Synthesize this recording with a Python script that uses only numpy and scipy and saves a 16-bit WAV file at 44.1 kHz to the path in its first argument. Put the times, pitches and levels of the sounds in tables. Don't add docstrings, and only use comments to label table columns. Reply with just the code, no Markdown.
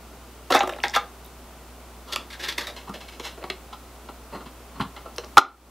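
import sys
import numpy as np
from scipy import signal
from scipy.fft import rfft, irfft, next_fast_len
from scipy.io import wavfile
from scipy.ndimage import uniform_filter1d, map_coordinates

SR = 44100
rng = np.random.default_rng(int(sys.argv[2]) if len(sys.argv) > 2 else 0)


def store_wav(level_fs):
    pcm = np.round(np.clip(np.atleast_2d(level_fs), -1, 1) * 32767)
    wavfile.write(sys.argv[1], SR, pcm.T.astype(np.int16))


N = 251370


def amp(db):
    return 10 ** (np.asarray(db) / 20)


def unit(x):
    return x / np.sqrt(np.mean(np.abs(x) ** 2) + 1e-20)


def along(points, hz):
    point_hz, values = np.transpose(points)
    return np.interp(np.log(hz + 1), np.log(point_hz + 1), values)


def wobble(rate):
    knots = rng.standard_normal(int(N * rate / SR) + 4)
    return map_coordinates(knots, [np.arange(N) * rate / SR])


def filtered(x, response):
    m = next_fast_len(N + SR // 2)
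    hz = np.fft.rfftfreq(m, 1 / SR)
    return irfft(rfft(x, m) * response(hz), m)[..., :N]


def mains_hum():
    # pitch in Hz, level in dB before the 5 dB lift below.
    hum_lines = [(60, -50.5), (120, -66), (240, -63)]
    t = np.arange(N) / SR
    hum = np.zeros(N)
    for hz, db in hum_lines:
        level_db = db + 5.0 + 0.51 * wobble(24) + 0.17 * wobble(5.7)
        hum += amp(level_db) * np.sin(2 * np.pi * hz * t + 0.15 * wobble(12))
    return hum


def room_noise():
    # frequency in Hz, relative density in dB per Hz.
    room_curve = [(15, -30), (30, -3), (48, -2), (80, -4), (105, -6), (150, -2.5), (250, -0.5), (400, 0),
                  (500, -3.5), (660, -1.5), (900, -3.5), (1400, -6), (1650, -12.5), (2500, -13),
                  (5000, -18), (15700, -22.5)]
    noise = filtered(rng.standard_normal(N), lambda hz: amp(along(room_curve, hz)))
    return amp(-47.5) * unit(noise)


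def capsule_hiss():
    # frequency in Hz, relative density in dB per Hz.
    hiss_curve = [(15, -80), (25, -56), (107, 2.5), (413, -2.5), (14500, 0.5), (15700, -4)]
    hiss = unit(filtered(rng.standard_normal(N), lambda hz: amp(along(hiss_curve, hz))))
    return amp(-56.5) * np.array([hiss, -hiss])


def add(out, s, sound):
    # frequency in Hz, time to die by 60 dB in seconds.
    wall_t60 = [(200, 0.3), (1200, 0.23), (4000, 0.2), (12000, 0.1)]
    hz, t, z = signal.stft(rng.standard_normal(SR // 3), SR, nperseg=256)
    decay = amp(-60 * t / along(wall_t60, hz)[:, None])
    tail = signal.istft(z * decay, SR, nperseg=256)[1]
    echo = signal.fftconvolve(sound, amp(-9.5) * tail / np.linalg.norm(tail))
    out[round(s * SR):][:len(sound)] += sound
    out[round((s + 0.005) * SR):][:len(echo)] += echo


def ticks():
    # start in seconds, peak in dB before the room's answer, pitch in Hz.
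    tick_rows = [(0.523, -15.5, 3400), (0.5923, -12.5, 6200), (0.681, -42, 7500), (0.736, -25.5, 2600),
                 (0.8026, -27, 2700), (0.833, -24, 5380), (0.8826, -18, 5600), (0.8975, -23, 5670),
                 (0.907, -34, 7000), (1.247, -34, 12500), (1.262, -32, 12500), (1.31, -44, 12000),
                 (2.403, -44, 6000), (3.428, -32, 2100), (4.806, -37, 11100), (4.825, -34.5, 9000),
                 (5.162, -30.5, 4970), (5.165, -34.5, 9900), (5.168, -35.5, 14000), (5.183, -20, 5300),
                 (5.246, -31.5, 5100)]
    crack_t60 = 0.004
    out, t = np.zeros(N + SR), np.arange(SR // 50) / SR
    f = np.fft.rfftfreq(len(t), 1 / SR)
    for s, db, hz in tick_rows:
        crack = amp(-60 * t / crack_t60) * rng.standard_normal(len(t))
        width = 0.41 * hz
        ring = 1j * f * width / (hz * hz - f * f + 1j * f * width)
        tick = irfft(rfft(crack) * ring ** 2)
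        add(out, s, amp(db) * tick / np.abs(tick).max())
    return out[:N]


def modes(table, hz, near_hz, db_per_octave):
    new_db = 1.5 * rng.standard_normal(len(table))
    total = 0
    for k, (pitch, width, db) in enumerate(table):
        level_db = db + new_db[k] - db_per_octave * abs(np.log2(pitch / near_hz))
        resonance = 1j * hz * width / (pitch * pitch - hz * hz + 1j * hz * width)
        total = total + (-1) ** k * amp(level_db) * resonance
    return total


def dull(hz):
    return 1 / (1 + 1j * hz / 6000) ** 2


def case_thud(hz, near_hz):
    # pitch in Hz, width in Hz, strength in dB before the variation in modes().
    thud_modes = [(187, 62, 3.5), (270, 33, 2.5), (367, 39, 2), (479, 52, 2), (604, 128, 4.5)]
    small = (1j * hz / (1j * hz + 0.16 * near_hz)) ** 2
    return small * modes(thud_modes, hz, near_hz, db_per_octave=15.5)


def steel_panels(hz, near_hz, grip):
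    # pitch in Hz, width in Hz before the grip, strength in dB before the variation in modes().
    panel_modes = [(677, 18, -11.5), (816, 33.5, 8), (991, 97, 6), (1008, 100, 4.5), (1074, 87, 1),
                   (1224, 29, 6), (1335, 35, 8.5), (1460, 125, 0.5)]
    held = [(pitch, grip ** 0.35 * width, db) for pitch, width, db in panel_modes]
    return dull(hz) * modes(held, hz, near_hz, db_per_octave=20)


def circuit_board(hz, near_hz, grip, s):
    # pitch in Hz, width in Hz before the grip, strength in dB before modes() varies it.
    loose_modes = [(1650, 193, 3), (2138, 280, -0.5), (2760, 260, -4.5), (3385, 140, 2), (3740, 180, 3.5),
                   (4170, 250, 1.5), (5440, 920, -20.5)]
    seated_modes = [(1550, 120, -3), (2220, 56, -2), (2620, 55, -3.5), (3170, 240, -3), (4190, 48, 2.5),
                    (4850, 67, -2)]
    seated_at = 2.72
    table = loose_modes if s < seated_at else seated_modes
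    held = [(pitch, grip * width, db) for pitch, width, db in table]
    return dull(hz) * modes(held, hz, near_hz, db_per_octave=9)


def rubbing_fizz(hz):
    # frequency in Hz, relative level in dB.
    fizz_curve = [(3000, -16), (4500, 4.5), (6000, 0.5), (9000, -8.5), (12000, -6), (16000, -21.5)]
    return amp(along(fizz_curve, hz))


def gritty_force(rise, t60, size):
    t = np.arange(size) / SR
    rise, t60 = np.clip(rise, 0.0002, 0.05), np.clip(t60, 0.004, 0.4)
    swell = np.sin(np.pi / 2 * np.minimum(t / rise, 1)) ** 2
    push = swell * amp(-60 * np.maximum(t - rise, 0) / t60)
    slip_db = 2.2 * rng.standard_normal(size // 64).repeat(64)
    grit = rng.standard_normal(size) * amp(slip_db)
    grit[round(rise * SR / 2)] += 0.0099 / rise
    return rfft(grit * push)


def contacts():
    # start in seconds, time to die by 60 dB in seconds (held to 0.004 to 0.4),
    # case level in dB, favoured case pitch in Hz, panel level in dB, board level in dB.
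    # Levels are the rms of the loudest 10 ms, before the room's answer.
    sudden_rows = [(0.521, 0.064, -22.5, 470, -21, -20.5), (0.548, 0.043, -16.5, 447, -12, -18.5),
                   (0.559, 0.097, -25.5, 430, -20, -19.5), (0.605, .065, -23, 505, -15.5, -20),
                   (0.693, 0.028, -26.5, 580, -35.5, -32.5), (0.723, 0.038, -33, 510, -46, -41),
                   (0.762, 0.019, -37.5, 524, -44, -48), (0.785, .027, -42, 340, -37, -43),
                   (0.836, 0.1, -32.5, 392, -23.5, -18), (2.16, 0.0031, -35.5, 515, -28, -23.5),
                   (2.328, 0.13, -64, 400, -59, -39.5), (2.669, 0.16, -41, 565, -40.5, -31.5),
                   (2.894, 0.032, -33.5, 226, -38, -59), (2.939, 0.14, -41, 466, -63, -40),
                   (3.197, 0.065, -36, 433, -38.5, -37), (3.376, 0.08, -40, 424, -60, -67),
                   (3.428, 0.012, -44, 407, -44, -54), (3.439, 0.045, -35, 384, -32.5, -37.5),
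                   (3.5, 0.021, -33, 380, -35.5, -24), (4.087, 0.073, -42, 325, -38, -47.5),
                   (4.798, 0.11, -26, 202, -25.5, -44.5), (5.056, 0.087, -40, 430, -39.5, -58),
                   (5.182, 0.011, -31.5, 480, -36, -31), (5.379, 0.023, -11.5, 340, 3, -5.5),
                   (5.389, 0.055, -31, 463, -35, -16)]
    # start in seconds, swell in
    # seconds, then the columns of the sudden contacts from the dying time on.
    soft_rows = [(0.501, .005, 0.08, -19, 523, -26, -31.5), (0.535, .008, 0.031, -24.5, 470, -25, -23),
                 (0.63, .004, 0.021, -26, 366, -25, -56), (0.672, .004, 0.019, -27, 530, -37, -57),
                 (0.927, 0.025, 0.079, -41, 464, -29.5, -24), (0.958, .0035, 0.041, -26, 463, -17, -21.5),
                 (1.245, .006, 0.053, -63, 410, -65, -53), (2.055, .043, 0.49, -50, 394, -43.5, -47),
                 (2.113, .022, 0.065, -40, 395, -37, -29), (2.17, .011, 0.41, -45, 310, -46, -50),
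                 (2.3, .004, 0.17, -63, 393, -50, -41), (2.386, .02, 0.19, -46, 377, -59, -37),
                 (2.418, .02, 0.27, -45, 362, -41.5, -30), (2.478, .012, 0.11, -41.5, 380, -42, -26),
                 (2.515, .01, 0.043, -65, 294, -45, -37), (2.577, .0045, 0.11, -36, 373, -35, -25),
                 (2.605, .0065, 0.22, -41.5, 430, -41.5, -34), (2.761, .004, 0.25, -45, 373, -46, -41.5),
                 (2.867, .014, 0.12, -45.5, 230, -38.5, -51.5), (3.002, .005, 0.21, -51, 382, -49.5, -43.5),
                 (3.081, .004, 0.11, -69, 290, -56, -43), (3.118, .006, 0.25, -53, 365, -64, -48),
                 (3.215, .048, .2, -47, 450, -40, -35.5), (3.405, .021, 0.032, -40, 474, -56, -54),
                 (3.724, .009, 0.055, -64, 280, -37.5, -43), (4.305, .048, 0.17, -35.5, 320, -38, -45.5),
                 (4.4, .0066, 0.082, -42, 283, -44.5, -54), (4.453, .01, 0.11, -44, 213, -44, -48.5),
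                 (4.744, .014, 0.27, -42.5, 200, -44, -55), (4.806, .004, 0.072, -35, 209, -33.5, -33),
                 (4.961, .004, 0.11, -51, 393, -41, -43), (5.232, .0095, 0.044, -42.5, 380, -43.5, -48),
                 (5.369, .0026, 0.019, -22.5, 437, -2, -20)]
    stage_rows = [(0, 1350, 2800, -11, 1.1), (0.53, 860, 1940, -11, 2.1), (0.6, 890, 2130, -24, 1.2),
                  (0.82, 824, 2230, -17.5, 1.5), (0.92, 1015, 2330, -10, 0.82), (1.1, 1150, 3000, -6, 1.8),
                  (2.25, 1010, 2560, -7.5, 1.5), (2.72, 930, 2650, -8, 1.7), (3.17, 1000, 2780, -7.5, 4.3),
                  (3.35, 990, 2050, -35, 3.9), (3.47, 1000, 3270, -25, 3.2), (4.6, 1040, 3080, -24, 3.5),
                  (5.3, 1117, 2660, -10.5, 6.4)]
    size, sudden_rise = 16384, 0.00099
    out, hz = np.zeros(N + SR), np.fft.rfftfreq(size, 1 / SR)
    rows = [(s, sudden_rise, *rest) for s, *rest in sudden_rows] + list(soft_rows)
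    for s, rise, t60, thud_db, thud_hz, panel_db, board_db in rows:
        _, panel_hz, board_hz, fizz_db, grip = [stage for stage in stage_rows if stage[0] <= s][-1]
        force = gritty_force(rise, t60, size)
        sound = 0
        for db, response in [(thud_db, case_thud(hz, thud_hz)),
                             (panel_db, steel_panels(hz, panel_hz, grip)),
                             (board_db, circuit_board(hz, board_hz, grip, s)),
                             (board_db + fizz_db, rubbing_fizz(hz))]:
            part = irfft(force * response)
            loudest = np.sqrt(uniform_filter1d(part ** 2, size=441).max())
            sound = sound + amp(db) * part / loudest
        add(out, s, sound)
    return out[:N]


def scene():
    background = mains_hum() + room_noise() + capsule_hiss()
    return background + ticks() + contacts()


def record(dry):
    limit_db, ratio = -14, 0.93
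    release_db, attack = 35, 0.028
    top_hz = 15750
    level_db = 10 * np.log10(np.abs(uniform_filter1d(dry[0] ** 2, size=441)) + 1e-12)
    ramp = release_db * np.arange(N) / SR
    wanted_db = ratio * np.maximum(level_db - limit_db, 0)
    cut_db = np.maximum.accumulate(wanted_db + ramp) - ramp
    lag = int(attack * SR)
    cut_db = uniform_filter1d(cut_db, size=lag, origin=(lag - 1) // 2)
    wet = np.clip(dry * amp(-np.maximum(cut_db, 0)), -1, 1)
    return np.clip(filtered(wet, lambda hz: hz < top_hz), -1, 1)


dry = scene()
out = record(dry)
store_wav(out)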